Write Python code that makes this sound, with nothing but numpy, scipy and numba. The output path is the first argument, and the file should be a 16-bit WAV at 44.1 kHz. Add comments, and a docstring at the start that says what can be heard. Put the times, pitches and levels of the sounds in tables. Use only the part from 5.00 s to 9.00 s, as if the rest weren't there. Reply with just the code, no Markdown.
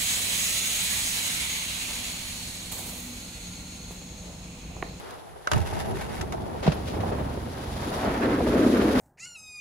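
"""In a snow park, a skier hops onto a hollow box, slides along it, drops off and lands on packed snow,
followed by a second skier with a microphone. The skis clack on the top, and stick-slip friction of the
edges sets the box droning in its normal modes. The landing is a thud in a burst of crunching snow.
Then the rumble and hiss of the follower's own skis swell over gusts of wind."""
import sys
import numpy as np
from scipy import signal
from scipy.fft import rfft, irfft
from scipy.io import wavfile
from scipy.ndimage import uniform_filter1d
from numba import njit

SR = 44100
rng = np.random.default_rng(int(sys.argv[2]) if len(sys.argv) > 2 else 0)


def persist_wave(psi):
    """Save psi, clipped to +-1, as 16-bit WAV."""
    counts = np.round(np.clip(psi, -1, 1) * 32767).astype(np.int16)
    wavfile.write(sys.argv[1], SR, np.atleast_2d(counts).T)


N = 176400
T = np.arange(N) / SR
HZ = np.maximum(np.arange(N // 2 + 1) * SR / N, 1)

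# Normal modes of the box and the skis: frequency_hz, level_db, t60_s
BOX_MODES = [(96, -15, 0.11), (142, -8.5, 0.15), (213, -0.5, 0.093), (235, -5, 0.074), (338, -13, 0.23),
             (374, 1, 0.12), (427, 6.5, 0.032), (647, 4.5, 0.049), (738, 5, 0.02), (830, 6, 0.026)]
SKI_MODES = [(614, 6, 0.14), (950, 1, 0.15), (1104, 0.5, .07), (1325, 9, 0.055), (1570, 3.5, 0.05),
             (2030, -9, 0.069), (2267, 7.5, 0.032), (2890, 8, 0.035), (3630, 1, 0.021), (3970, 8, 0.02),
             (6300, -10, 0.0071), (7040, 9, .008)]
# Skis striking the box: start_s, level_db, decay_s, tilt_db_per_octave
CLACKS = [(0.4716, -21, 0.0017, -2), (0.5148, -15.5, 0.0033, -1.1), (0.5328, -23.5, 0.0024, 0.5),
          (0.578, -35.5, 0.005, 3), (1.160, -44, .002, 16), (1.21, -31, 0.0073, 0.5),
          (1.213, -34.5, .003, 3), (1.3222, -33, 0.0056, 1)]
# The skier's weight coming down: start_s, level_db, pitch_hz, attack_s, decay_s
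THUDS = [(0.522, -18, 96.5, 0.005, 0.026), (0.559, -12.5, 130, 0.0077, 0.0095),
         (0.593, -20, 109.5, 0.011, 0.025), (1.205, -22, 104, 0.009, 0.019),
         (1.661, -15, 192, 0.0025, 0.0061), (1.6757, -5.5, 187.8, 0.0077, 0.011),
         (1.685, -17.5, 85.5, 0.0054, 0.018)]
# Skis slapping into snow: start_s, level_db, attack_s, decay_s, tilt_db_per_octave
SLAPS = [(.106, -44, .003, .004, 12), (1.462, -36, 0.0018, 0.01, -1.5), (1.622, -30, 0.011, 0.09, 2.5),
         (1.663, -23.5, 0.0057, 0.0092, 1.5), (1.675, -17, .002, 0.01, -1), (1.718, -27, 0.0034, 0.011, 3),
         (1.855, -38.5, 0.029, 0.049, 5.5), (2.004, -30, 0.0014, 0.021, -0.5),
         (2.116, -25, 0.0048, 0.018, -3), (2.374, -25, 0.0016, 0.006, -3.5),
         (3.04, -22.5, 0.011, 0.061, -4), (3.227, -22, 0.0093, 0.024, -4.5), (3.403, -21, 0.002, 0.03, -4),
         (3.468, -21.5, 0.0013, 0.01, -1), (3.812, -22.5, 0.0023, 0.0089, 0)]
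# Bending waves in a slammed ski: start_s, level_db, from_hz, to_hz, fall_s, decay_s
CHIRPS = [(0.4733, -17.5, 1800, 1380, 0.0019, 0.0021), (1.6685, -20.5, 1210, 503, 0.0024, .003),
          (1.6755, -16, 1100, 270, 0.0027, 0.0059), (1.695, -27, 1110, 332, 0.0041, 0.0047)]
# Edges gripping through the turn: start_s, length_s, level_db
BITES = [(3.048, 0.078, -37), (3.214, 0.048, -30.5), (3.282, 0.087, -34), (3.498, 0.17, -35),
         (3.737, 0.038, -32.5), (3.946, 0.065, -33.5)]
# The hollow box groaning as the skis catch on it, steel edges squeaking: start_s, length_s, from_hz, to_hz,
# level_db
GROANS = [(.895, 0.089, 373.5, 387, -31.5), (.925, 0.062, 248.4, 489, -35.5), (1.22, 0.04, 306, 417, -36),
          (1.325, 0.034, 744, 652, -34)]
SQUEAKS = [(0.854, 0.076, 11200, 10700, -49.5), (1.721, .045, 9800, 12300, -50)]

# Envelopes of the sustained sources: time_s, level_db
SCRAPE_LEVEL = [(.49, -83), (.51, -42), (.53, -35.5), (.59, -43), (.645, -45.5), (.675, -38), (.72, -40.5),
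                (.78, -42), (.805, -35.5), (.84, -44.5), (.93, -45), (1.03, -38.5), (1.07, -44.5),
                (1.13, -42), (1.2, -43.5), (1.25, -54), (1.32, -53), (1.38, -80)]  # edges on the box
DRONE_LEVEL = [(.5, -66), (.53, -26.5), (.6, -30.5), (.66, -59), (.73, -32), (.82, -35.5), (.87, -32.5),
               (.95, -35), (1.0, -45), (1.2, -35), (1.3, -44), (1.335, -33), (1.5, -37), (1.6, -80)]  # the hollow box
RUMBLE_LEVEL = [(0, -51), (.25, -56), (.45, -68), (.6, -49), (1.5, -40.5), (1.85, -36.5), (1.97, -34),
                (2.15, -33.5), (2.4, -35), (2.78, -40.5), (2.88, -29), (2.99, -34.5), (3.06, -29),
                (3.215, -26.5), (3.24, -17.5), (3.35, -22.5), (3.46, -22), (3.54, -19), (3.566, -12.5),
                (3.66, -17.5), (3.72, -17.5), (3.78, -17), (4, -17.5)]  # the follower's skis shaken by bumps
CRUNCH_LEVEL = [(0, -46), (.18, -45), (.3, -50), (.45, -49.5), (.6, -38.5), (1.4, -42.5), (1.58, -37.5),
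                (1.85, -40.5), (2.0, -33.5), (2.15, -34.5), (2.4, -40.5), (2.65, -40), (3, -33),
                (3.06, -31.5), (3.35, -30.5), (3.6, -37), (4, -30)]  # snow under the bases
HISS_LEVEL = [(0, -48), (.08, -46), (.25, -52.5), (.44, -54), (.7, -49), (1.4, -50.5), (1.58, -47),
              (1.8, -47), (2.0, -44.5), (2.2, -42.5), (2.48, -47.5), (2.75, -42.5), (2.98, -37),
              (3.18, -36), (3.35, -39.5), (3.41, -41), (3.48, -34.5), (3.62, -36.5), (3.7, -38.5),
              (3.8, -32.5), (4, -35)]  # edges cutting snow
SPRAY_LEVEL = [(0, -50.5), (.1, -50.5), (.25, -60), (.45, -58.5), (1.55, -54), (1.75, -51), (2.1, -51),
               (2.45, -50), (2.72, -45.5), (2.96, -41.5), (3.22, -48), (3.4, -46), (3.48, -43), (3.7, -41),
               (3.92, -41), (4, -35)]  # ice crystals
WIND_LEVEL = [(0, -52.5), (.49, -53.5), (.54, -36), (1.1, -36.5), (1.6, -34.5), (1.82, -29.5),
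              (1.95, -29.5), (2.2, -28.5), (2.35, -34.5), (3, -32), (4, -31.5)]  # gusts on the microphone

# Spectral shapes of the noises: frequency_hz, relative_density_db
SCRAPE_SPECTRUM = [(400, -8), (800, 9), (1250, -1.5), (1600, 7.5), (2300, 2.5), (3200, -2), (6500, -8),
                   (8500, -8), (11000, -9.5), (13000, -14), (16000, -28)]
CLACK_SPECTRUM = [(150, -40), (450, -12), (900, -7), (1400, 3.5), (2200, -3), (3000, -6.5), (4500, -12.5),
                  (6800, -11), (9000, -16.5), (12000, -22.5), (16000, -37)]
SHUDDER_SPECTRUM = [(30, -24), (90, 1), (200, 1), (600, -30), (3000, -60)]
SLAP_SPECTRUM = [(30, -29), (100, -3), (300, 5), (550, 13), (900, -1.5), (1400, -2.5), (2400, -7),
                 (4000, -14), (7000, -25), (15000, -43.5)]
RUMBLE_SPECTRUM = [(25, -28.5), (80, -13.5), (160, -17), (205, -1.5), (240, 2.5), (320, -1.5), (450, -6),
                   (650, -12.5), (1000, -45), (2500, -61)]
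CRUNCH_SPECTRUM = [(200, -22.5), (400, 5), (550, 1.5), (750, 4), (950, -1), (1200, -12.5), (1800, -21.5),
                   (3000, -30), (8000, -53)]
HISS_SPECTRUM = [(400, -39.5), (900, 4.5), (1250, 3.5), (1900, 0.5), (2800, -7.5), (4500, -19.5),
                 (7000, -28), (9000, -30), (16000, -40)]
SPRAY_SPECTRUM = [(1500, -0.5), (3500, 5), (5500, 0), (8000, -3.5), (11000, -3.5), (12500, -6.5),
                  (14000, -16), (16000, -18)]
BITE_SPECTRUM = [(500, -25), (1000, 1), (1300, 5.5), (1700, 1.5), (2200, -2), (2800, -10), (4500, -19.5),
                 (8000, -30), (16000, -40)]
WIND_SPECTRUM = [(20, -22), (40, -7), (65, 1.5), (90, -1.5), (130, -3), (200, -7), (350, -36), (800, -52.5)]
MIC_HISS_SPECTRUM = [(500, 14), (3000, -23), (7500, 2), (11000, 5), (12500, -4), (14000, -11), (16000, -20)]

# Stereo image, side against mid and left against right: frequency_hz, gain_db
WIDTH = [(100, 5), (400, 0), (700, 1.5), (1300, 2), (2100, -6.5), (3200, 0.5), (7000, -1)]
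BALANCE = [(100, -3), (380, 1), (700, 2.5), (1250, -2), (2200, -2), (3200, 2.5), (4800, 7), (8000, -0.5)]
# Corner below which the sound narrows to the centre: time_s, corner_hz
CENTRED_BELOW = [(0, 25), (.9, 40), (1.15, 190), (1.5, 234), (1.8, 377), (2.5, 526), (3, 790), (3.4, 990),
                 (4, 960)]


def box_slide():
    """Stick-slip friction: the edges ring the skis, and their chatter drives the modes of the box."""
    scrape = friction(SCRAPE_SPECTRUM, SCRAPE_LEVEL, per_s=2800, spread_db=3,
                      flutter_db=1.7, flutter_per_s=75)
    singing = undb(-15) * resonate(scrape, SKI_MODES)
    chatter = grains(per_s=500, spread_db=3.5)
    drone = unit(resonate(chatter, BOX_MODES)) * envelope(DRONE_LEVEL)
    return scrape + singing + drone


def clacks():
    """Impact excitation: a brief, broadband contact with a rattling tail rings the modes of the skis."""
    contacts, attack_s = 0, .0019
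    for start, db, decay, tilt_db in CLACKS:
        shape = burst(start, attack_s, decay) + undb(-14.5) * burst(start, attack_s, decay_s=.018)
        crack = colour(rng.standard_normal((2, N)), CLACK_SPECTRUM, tilt_db)
        contacts += undb(db) * shape * crack
    return contacts + undb(-10.5) * resonate(contacts, SKI_MODES)


def thuds():
    """Damped oscillation: low swings sag in pitch as the load settles, with a shudder to the sides."""
    out, sag_fraction, sag_s = 0, .33, .027
    shudder = undb(-8) * colour(rng.standard_normal(N), SHUDDER_SPECTRUM)
    for start, db, hz, attack, decay in THUDS:
        age = np.maximum(T - start, 0)
        pitch = hz * (1 - sag_fraction * (1 - np.exp(-age / sag_s)))
        swing = tone(pitch * (age > 0))
        out += undb(db) * burst(start, attack, decay) * np.array([swing, shudder])
    return out


def snow_slaps():
    """Inelastic impact: skis crush snow on bumps and on landing, tails first, then the full length."""
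    out = 0
    for start, db, attack, decay, tilt_db in SLAPS:
        crush = colour(grains(per_s=6000, spread_db=-3.5), SLAP_SPECTRUM, tilt_db)
        out += undb(db) * burst(start, attack, decay) * crush
    return out


def bending_waves():
    """Dispersion: treble travels fastest along a slammed ski, so its smack is a falling chirp."""
    out, attack_s = 0, .0016
    for start, db, from_hz, to_hz, fall, decay in CHIRPS:
        age = np.maximum(T - start, 0)
        pitch = to_hz + (from_hz - to_hz) * np.exp(-age / fall)
        out += undb(db) * burst(start, attack_s, decay) * tone(pitch * (age > 0))
    return out


def skis_on_snow():
    """Roughness noise: bumps shake the follower's skis, snow crunches, edges hiss and throw spray."""
    rumble = friction(RUMBLE_SPECTRUM, RUMBLE_LEVEL, per_s=3000, spread_db=2.5,
                      flutter_db=1, flutter_per_s=84)
    crunch = friction(CRUNCH_SPECTRUM, CRUNCH_LEVEL, per_s=3000, spread_db=3,
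                      flutter_db=2, flutter_per_s=61)
    hiss = friction(HISS_SPECTRUM, HISS_LEVEL, per_s=9000, spread_db=3,
                    flutter_db=1.5, flutter_per_s=120)
    spray = friction(SPRAY_SPECTRUM, SPRAY_LEVEL, per_s=7000, spread_db=2.5,
                     flutter_db=1.45, flutter_per_s=72)
    return rumble + crunch + hiss + spray


def edge_bites():
    """Stick-slip on hard snow: an edge grips and rasps in coarse slips until it lets go."""
    grip, attack_s, release_s = 0, .012, .014
    for start, length, db in BITES:
        rise = np.clip((T - start) / attack_s, 0, 1)
        release = np.exp(-np.maximum(T - start - length, 0) / release_s)
        grip += undb(db) * rise * release
    return grip * colour(grains(per_s=1400, spread_db=1), BITE_SPECTRUM)


def friction_tones(rows, wobble_fraction, wobble_per_s):
    """Friction-induced vibration: edges squeak or the hollow box groans in short, unsteady glides."""
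    out = 0
    for start, length, from_hz, to_hz, db in rows:
        progress = np.clip((T - start) / length, 0, 1)
        glide = from_hz + (to_hz - from_hz) * progress
        pitch = glide * (1 + wobble_fraction * wander(wobble_per_s))
        out += undb(db) * np.sin(np.pi * progress) * tone(pitch)
    return out


def wind():
    """Turbulence: pressure fluctuations buffet the microphone, over its own faint, steady hiss."""
    buffet = colour(rng.standard_normal((2, N)), WIND_SPECTRUM) * envelope(WIND_LEVEL)
    gusts = undb(1.03 * wander(per_s=20))
    mic_hiss = undb(-58.5) * colour(rng.standard_normal((2, N)), MIC_HISS_SPECTRUM)
    return buffet * gusts + mic_hiss


def friction(spectrum, levels, per_s, spread_db, flutter_db, flutter_per_s):
    """Amplitude modulation: an uneven surface makes the level of friction grains flutter."""
    noise = colour(grains(per_s, spread_db), spectrum)
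    return noise * envelope(levels) * undb(flutter_db * wander(flutter_per_s))


def grains(per_s, spread_db):
    """Shot noise, mid and side: a positive spread makes a few clicks larger, a negative one smaller."""
    size = undb(spread_db * np.minimum(rng.exponential(size=(2, N)), 5))
    occurs = rng.random((2, N)) < per_s / SR
    return unit(occurs * size * rng.choice([-1, 1], (2, N)))


def resonate(x, modes):
    """Modal superposition: convolution with a unit-energy sum of damped sinusoids."""
    t = T[:SR // 2]
    response = sum(undb(db) * np.sin(2 * np.pi * hz * t) * np.exp(-np.log(1000) * t / t60)
                   for hz, db, t60 in modes)
    return signal.fftconvolve(x, response[None] / np.linalg.norm(response), axes=1)[:, :N]


def colour(x, spectrum, tilt_db=0):
    """Minimum-phase filtering to a spectrum tilted by tilt_db per octave; the result has rms 1."""
    gain = undb(over_frequency(spectrum) + tilt_db * np.log2(HZ / HZ[-1]))
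    cepstrum = irfft(np.log(gain), N)
    cepstrum[1:N // 2] *= 2  # folding onto positive time makes the filter causal
    cepstrum[N // 2 + 1:] = 0
    return unit(irfft(rfft(x) * np.exp(rfft(cepstrum)), N))


def burst(start_s, attack_s, decay_s):
    """Transient envelope: a smooth rise, then exponential decay."""
    age = T - start_s
    rise = np.sin(np.pi / 2 * np.clip(age / attack_s, 0, 1)) ** 2
    return rise * np.exp(-np.maximum(age - attack_s, 0) / decay_s)


def tone(pitch_hz):
    """Sinusoid whose phase is the integral of its frequency."""
    return np.sin(2 * np.pi * np.cumsum(pitch_hz) / SR)


def wander(per_s):
    """Sample-and-hold noise, smoothed twice; rms 1."""
    hold = max(int(SR / per_s), 2)
    steps = rng.standard_normal(2048)[np.arange(N) // hold % 2048]
    return unit(uniform_filter1d(uniform_filter1d(steps, hold), hold))


def envelope(rows):
    """Gain interpolated through time_s, level_db points."""
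    return undb(np.interp(T, *np.array(rows).T))


def over_frequency(rows):
    """Decibels interpolated on a log-frequency axis."""
    hz, db = np.array(rows).T
    return np.interp(np.log(HZ), np.log(hz), db)


def undb(db):
    """Decibels to amplitude ratio."""
    return 10 ** (np.asarray(db) / 20)


def unit(x):
    """Normalisation to rms 1."""
    return x / np.sqrt(np.mean(x ** 2))


@njit
def highpass(x, corner_hz, damping):
    """State-variable high-pass with a moving corner."""
    y, band_state, low_state = np.empty(len(x)), 0., 0.
    for i in range(len(x)):
        g = np.tan(np.pi * corner_hz[i] / SR)
        band = (band_state + g * (x[i] - low_state)) / (1 + g * (g + damping))
        low = low_state + g * band
        y[i] = x[i] - damping * band - low
        band_state, low_state = 2 * band - band_state, 2 * low - low_state
    return y


def stereo(mid, side):
    """Sum and difference give left and right; the side loses its bass as the run goes on."""
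    side = irfft(rfft(side) * undb(over_frequency(WIDTH)), N)
    corner_hz = np.interp(T, *np.array(CENTRED_BELOW, float).T)
    side = highpass(side, corner_hz, damping=np.sqrt(2))
    return np.array([mid + side, mid - side]) / np.sqrt(2)


def scene():
    """Superposition at the microphone: wide mid-side layers around centred chirps and glides."""
    squeaks = friction_tones(SQUEAKS, wobble_fraction=.024, wobble_per_s=1500)
    groans = friction_tones(GROANS, wobble_fraction=.039, wobble_per_s=300)
    mid, side = wind() + skis_on_snow() + edge_bites() + box_slide() + clacks() + thuds() + snow_slaps()
    return stereo(mid, side) + bending_waves() + squeaks + groans


def record(dry):
    """Level and time differences: the left leads, but its top treble is the right's, slightly delayed."""
    lead_s, lag_s = .000045, .000182
    crossover_hz, cutoff_hz = 8350, 15700
    left, right = rfft(dry) * undb(np.outer([1, -1], over_frequency(BALANCE)) / 2)
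    shared = 1 / (1 + (crossover_hz / HZ) ** 20)
    own_band = np.sqrt(1 - shared) * left * np.exp(2j * np.pi * HZ * lead_s)
    shared_treble = np.sqrt(shared) * right * np.exp(-2j * np.pi * HZ * lag_s)
    lowpass = signal.ellip(8, .2, 70, cutoff_hz, fs=SR, output="sos")
    return signal.sosfilt(lowpass, irfft(np.array([own_band + shared_treble, right]), N))


dry = scene()
out = record(dry)
persist_wave(out)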